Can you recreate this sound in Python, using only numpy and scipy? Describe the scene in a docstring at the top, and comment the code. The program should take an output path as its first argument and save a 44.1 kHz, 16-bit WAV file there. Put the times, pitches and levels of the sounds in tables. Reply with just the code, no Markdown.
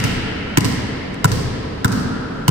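"""Basketball dribbled in an empty gym

Low bounces on a sprung hardwood floor: each is a leather slap (shaped noise), a short ring of the air
in the ball (decaying sines) and a floor thump that falls in pitch (knock, then boom). Ceiling and walls
return discrete echoes, scattered treble and a long noise tail, over the band-noise rumble of ventilation.
One soft touch of the hand is heard. A wide microphone pair overloads: peaks duck the level, then clip."""
import sys
import numpy as np
from scipy import signal
from scipy.fft import rfft, irfft
from scipy.io import wavfile

SR = 44100
rng = np.random.default_rng(int(sys.argv[2]) if len(sys.argv) > 2 else 0)


def transcribe(signal):
    """Save signal, clipped to [-1, 1], as a 16-bit WAV file at the path in sys.argv[1]."""
    frames = np.atleast_2d(signal).T
    limited = np.clip(frames, -1, 1)
    pcm = np.round(limited * 32767).astype(np.int16)
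    wavfile.write(sys.argv[1], SR, pcm)


def natural_amplitude(level_db):
    """Convert a level in decibels to a linear amplitude factor, elementwise."""
    exponent = np.asarray(level_db, float) / 20
    return 10 ** exponent


N = 110250
LEAD = int(1.4 * SR)   # run-in for earlier bounces
T = np.arange(8192) / SR   # time axis of one contact, s
LIFT_S = 0.0103   # contact to lift-off, when the ball peels off the floor
SLAP_LAG_S = 47 / SR   # left hears echoes and fingers later

# spectrum of leather on boards: pitch_hz, relative density_db (per Hz)
SLAP_SPECTRUM = [(500, 1.5), (2000, -0.5), (3400, -5.5), (5600, -1.5), (6600, -5), (8200, -2), (10200, -11),
                 (11000, -11), (16000, -6)]


def at_hz(points, hz):
    """Interpolate a table on a log-frequency axis."""
    p = np.array(points, float)
    return np.interp(np.log(np.maximum(hz, 1)), np.log(p[:, 0]), p[:, 1])


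def colour(x, spectrum):
    """Filter by a spectrum table, in the frequency domain."""
    n = x.shape[-1]
    gain = natural_amplitude(at_hz(spectrum, np.fft.rfftfreq(n, 1 / SR)))
    return irfft(rfft(x) * gain, n)


def add(track, start_s, sound):
    """Mix a sound in at a time, cut at the end of the track."""
    i = LEAD + int(start_s * SR)
    if i < track.shape[-1]:
        track[..., i:i + sound.shape[-1]] += sound[..., :track.shape[-1] - i]


def pair(x, lag_s, pan_db=0):
    """Microphone pair: left delayed against right, pan_db louder."""
    left = np.roll(x, int(round(lag_s * SR)))
    return np.array([left * natural_amplitude(pan_db / 2), x * natural_amplitude(-pan_db / 2)])


def swell(peak_s, sharp):
    """Smooth rise to 1 at peak_s, then fall."""
    return (T / peak_s * np.exp(1 - T / peak_s)) ** sharp


def banded(length, shape):
    """Third-octave stereo noise, weighted by shape(hz), with a set left-right likeness."""
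    # likeness of the two channels in a diffuse field: pitch_hz, correlation (-1 to 1)
    likeness = [(60, 0.96), (180, 0.95), (550, -0.095), (1650, 0.26), (4970, -0.15), (15000, 0.22)]
    white = rng.standard_normal((2, 2, length))
    out = 0
    edges_hz = 20 * 2 ** np.arange(0, 9.8, 1 / 3)
    for k, (low, high) in enumerate(zip(edges_hz, edges_hz[1:])):
        sos = signal.butter(2, [low, high], "band", fs=SR, output="sos")
        mid, side = signal.sosfilt(sos, white[k % 2])   # neighbouring bands stay independent
        hz = np.sqrt(low * high)
        alike = np.clip(at_hz(likeness, hz), -1, 1)
        stereo = np.sqrt(1 + alike) * mid + np.sqrt(1 - alike) * side * [[1], [-1]]
        out = out + shape(hz) * stereo
    return out


def ventilation():
    """Steady rumble: stereo noise shaped band by band, set to a fixed rms."""
    # ventilation spectrum: pitch_hz, relative density_db (per Hz)
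    spectrum = [(20, 2), (35, -9), (60, -16), (150, -2), (400, -7), (1500, -27), (6000, -40.5),
                (10000, -52), (16000, -75)]
    air = banded(LEAD + N, lambda hz: natural_amplitude(at_hz(spectrum, hz)))
    return natural_amplitude(-28.5) * air / air.std()


def gym(mono):
    """Diffuse tail: convolution with noise that fills up, then dies at its own rate in each band."""
    # tail strength: pitch_hz, relative gain_db
    gain = [(40, -4), (100, -4.5), (170, -3.5), (240, -4), (330, -4.5), (430, -1), (700, -1), (1300, -2),
            (2500, -2), (4500, 4), (8000, 3), (12000, 3), (16000, -8)]
    # reverberation time: pitch_hz, t60_s
    decay = [(60, 2.63), (120, 1.3), (250, 2.28), (500, 2.48), (1300, 4.95), (3000, 3.7), (6000, 0.98),
             (10000, 0.75), (15000, 0.14)]
    # time until the tail is full: pitch_hz, fill_s
    fill = [(100, 0.097), (500, 0.066), (2000, 0.075), (8000, 0.19)]
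    tail_db, patchy_db, patch_s = 11.5, 0.5, 0.0557
    t = np.arange(int(2.6 * SR)) / SR
    knots_s = np.arange(0, 3, patch_s)

    def shape(hz):
        # each band swells and sinks on its own
        patches_db = patchy_db * np.interp(t, knots_s, rng.standard_normal(len(knots_s)))
        level_db = at_hz(gain, hz) - 60 * t / at_hz(decay, hz) + patches_db
        return natural_amplitude(level_db) * np.clip(t / at_hz(fill, hz), 0, 1) ** 0.72

    response = banded(len(t), shape) / np.sqrt(SR)
    return natural_amplitude(tail_db) * signal.fftconvolve(mono[None], response, axes=1)[:, :len(mono)]


def wash():
    """Dense scattered treble that trails the wall echo: independent noise per channel, dying fast."""
    # scatter spectrum: pitch_hz, relative density_db (per Hz)
    spectrum = [(2500, -18), (4500, 2.5), (7000, -8.5), (11000, -12.5), (16000, -10.5)]
    start_db, t60_s = -29.5, 0.43
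    noise = colour(rng.standard_normal((2, len(T))), spectrum)
    return noise / noise.std() * natural_amplitude(start_db - 60 * T / t60_s)


def echoes(out, start_s, crack, ringing, floor_thump, wall_db):
    """Discrete reflections off ceiling, then walls: delayed, panned copies of a bounce."""
    # arrival after the bounce: delay_s
    delays = [.0338, .0385, .0725, .0795, .088, .112, .151]
    # strength of each arrival: level_db, left_minus_right_db
    levels = [(-13, 6), (-26, -8), (-9, 4.5), (-11, -7), (-20, -7), (-15, 5), (-18, 1)]
    # colour of the echoed slap: pitch_hz, gain_db
    dull = [(1500, -8), (4500, 2), (7000, 0), (10000, -3), (16000, -9)]
    bass_db, ring_db, varies_db = -3.5, -7, 3
    wall_after_s = .05   # later echoes come off the walls
    mix = colour(crack, dull) + natural_amplitude(ring_db) * ringing + natural_amplitude(bass_db) * floor_thump
    for delay_s, (level_db, pan_db) in zip(delays, levels):
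        level_db = level_db + wall_db * (delay_s > wall_after_s) + varies_db * rng.standard_normal()
        add(out, start_s + delay_s, natural_amplitude(level_db) * pair(mix, SLAP_LAG_S, pan_db))


def fingers(out):
    """The hand meets the ball: a faint slap with dulled treble, almost no lift-off or hiss."""
    # touches of the hand: start_s, level_db
    touches = [(1.142, -33)]
    for start_s, level_db in touches:
        touch = colour(slap(-75, -64), [(9000, 0), (16000, -14)])
        add(out, start_s, natural_amplitude(level_db) * pair(touch, SLAP_LAG_S))


def thump(knock_db, knock_hz, boom_db, boom_hz):
    """Bending waves of the sprung floor: the higher knock first, then the boom, ringing on lower."""
    knock_peak_s, knock_sharp = .008, 8
    board_hz, board_db, board_peak_s, board_sharp = 437.3, -13.5, 0.012, 12.2
    boom_peak_s, boom_sharp = .0122, 8
    after_hz, after_db, after_t60_s = 106, -9, .12
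    knock = swell(knock_peak_s, knock_sharp) * np.cos(2 * np.pi * knock_hz * (T - knock_peak_s))
    # single boards rattle above the knock
    rattle = np.cos(2 * np.pi * (board_hz * T + rng.random()))
    board = natural_amplitude(board_db) * swell(board_peak_s, board_sharp) * rattle
    late = T - boom_peak_s
    boom = swell(boom_peak_s, boom_sharp) * np.cos(2 * np.pi * boom_hz * late)
    fade = natural_amplitude(after_db - 60 * late / after_t60_s) * np.clip(late / boom_peak_s, 0, 1)
    after = fade * np.cos(2 * np.pi * after_hz * late)
    return natural_amplitude(knock_db) * knock + natural_amplitude(boom_db) * (board - boom - after)


def modes_ring(modes, favour_hz, damped):
    """Small scattered pushes set the modes ringing, at contact and again at lift-off."""
    favour_db_per_oct2 = 36   # modes away from the favoured pitch are weaker
    push_spread_s, again_db = .0008, -8
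    out = 0
    for hz, mode_db, t60_s in modes:
        mode_db = mode_db - favour_db_per_oct2 * np.log2(hz / favour_hz) ** 2
        for start_s, push_db in ((0, 0), (LIFT_S, again_db)):
            t = np.maximum(T - start_s - push_spread_s * rng.random(), 0)
            level_db = mode_db + push_db + rng.normal(0, 1.5) - 60 * t / (t60_s * damped)
            out = out + natural_amplitude(level_db) * np.sin(2 * np.pi * hz * t) * (1 - np.exp(-t * hz))
    return out / 2


def ring(low_db, low_favour_hz, high_db, high_favour_hz, damped=1):
    """Air in the ball: a low and a high group of modes; damped scales every t60."""
    # lower air modes: pitch_hz, relative level_db, undamped t60_s
    low_modes = [(870, -7, .03), (1022, 0, .035), (1090, -5, .02), (1352, 1, .03), (1480, 0, .02),
                 (1750, -9, .014)]
    # higher air modes: pitch_hz, relative level_db, undamped t60_s
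    high_modes = [(1850, -3, .014), (2060, -2, .014), (2240, -6, .014), (2750, -1, .016), (3035, -3, .016)]
    low = natural_amplitude(low_db) * modes_ring(low_modes, low_favour_hz, damped)
    return low + natural_amplitude(high_db) * modes_ring(high_modes, high_favour_hz, damped)


def slap(lift_db, contact_db):
    """Bright noise burst at contact, a second at lift-off, hiss of rolling leather between."""
    rise_s, t60_s = .0005, .011
    noise = colour(rng.standard_normal(len(T)), SLAP_SPECTRUM)

    def burst(t):
        rise = 1 - np.exp(-np.abs(t) / rise_s)
        return (t > 0) * rise * natural_amplitude(-60 * np.abs(t) / t60_s)

    rolling = np.clip(T / rise_s, 0, 1) * natural_amplitude(contact_db - 60 * np.maximum(T - LIFT_S, 0) / t60_s)
    envelope = 2 * burst(T) + 2 * natural_amplitude(lift_db) * burst(T - LIFT_S) + rolling
    return noise / noise.std() * envelope


def to_room(slap_db, ring_settings, knock_db, boom_db):
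    """What the room receives from all sides: a smooth click, a shorter ring, the whole floor."""
    click = colour(1. * (np.arange(len(T)) == 64), SLAP_SPECTRUM)   # the slap summed over all sides
    around = natural_amplitude(-3) * ring(*ring_settings, damped=.4)
    knock_hz, boom_hz = 224, 104   # mean knock; the floor as a whole booms lower
    return natural_amplitude(slap_db + 19) * click + around + thump(knock_db, knock_hz, boom_db, boom_hz)


def bounce(out, mono, floor, skin):
    """One ball contact: direct slap, ring and thump in out with echoes; room feed in mono."""
    start_s, knock_db, knock_hz, boom_db, boom_hz = floor
    slap_db, *ring_settings, wall_db, room_knock_db, slap_lag_s = skin
    ring_lag_s, thump_lag_s, wash_s = 56 / SR, 30 / SR, .073
    leather = natural_amplitude(slap_db) * slap(lift_db=-10, contact_db=-14.5)
    ringing = ring(*ring_settings)
    floor_thump = thump(knock_db, knock_hz, boom_db, boom_hz)
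    direct = pair(leather, slap_lag_s, 1.0) + pair(ringing, ring_lag_s) + pair(floor_thump, thump_lag_s)
    add(out, start_s, direct)
    add(mono, start_s, to_room(slap_db, ring_settings, room_knock_db, boom_db))
    add(out, start_s + wash_s, natural_amplitude(wall_db) * wash())
    crack = natural_amplitude(slap_db) * slap(-22, -24)   # only the first crack stands out in echoes
    echoes(out, start_s, crack, ringing, floor_thump, wall_db)


def scene():
    """Bounces and fingers, with tail and ventilation; the run-in is cut off."""
    # ball meets floor: start_s, knock_db, knock_hz, boom_db, boom_hz
    bounces = [(-1.29, -6, 240, -4, 140), (-.66, -6, 240, -4, 140), (-.034, -6, 240, -5, 140),
               (.572, -4, 290, -5, 145), (1.2435, -13, 230, -2, 150), (1.845, -8, 215, -8, 115),
               (2.4795, -13, 310, -1, 150)]
    # brightness of each bounce: slap_db, low_ring_db, low_favour_hz, high_ring_db, high_favour_hz,
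    # wall_echo_db, room_knock_db, slap_lag_s (left after right)
    skins = [(-11, -29, 1200, -19, 2800, .1, -7, .00107), (5.5, 9.5, 1400, -29, 3000, .1, -12, .00107),
             (-9, -4, 1320, 4.5, 2340, -2.5, -6, .00107), (-7, -3, 1120, 1, 2190, -0.5, -4, 0.00106),
             (-8, 2, 1260, -5, 1700, -2.5, -8.5, 0.001048), (-11, 1.5, 1390, -19, 6300, -4, -1.5, .00107),
             (-8, -3, 1080, -3.5, 3100, .1, -10, 0.0011)]
    out, mono = np.zeros((2, LEAD + N)), np.zeros(LEAD + N)
    for floor, skin in zip(bounces, skins):
        bounce(out, mono, floor, skin)
    fingers(out)
    return (out + gym(mono) + ventilation())[:, LEAD:]


def top_cut(x):
    """Nothing passes above the cut-off."""
    return signal.sosfilt(signal.butter(12, 16480, fs=SR, output="sos"), x)


def record(dry):
    """Overload: a limiter ducks after each peak, a low-pass follows, what is left over clips."""
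    limit_db, release_db_per_s, smooth_s, stop_hz = 4, 400, .002, 16500
    over_db = np.maximum(20 * np.log10(np.abs(dry).max(0) + 1e-9) - limit_db, 0)
    release_db = release_db_per_s * np.arange(N) / SR
    held_db = np.maximum.accumulate(over_db + release_db) - release_db   # peak hold, linear release in dB
    r = np.exp(-1 / (smooth_s * SR))
    x = dry * natural_amplitude(-signal.lfilter([1 - r], [1, -r], held_db))
    x = signal.sosfilt(signal.cheby2(10, 50, stop_hz, fs=SR, output="sos"), x)
    return top_cut(np.clip(x, -1, 1))


dry = scene()
out = record(dry)
transcribe(out)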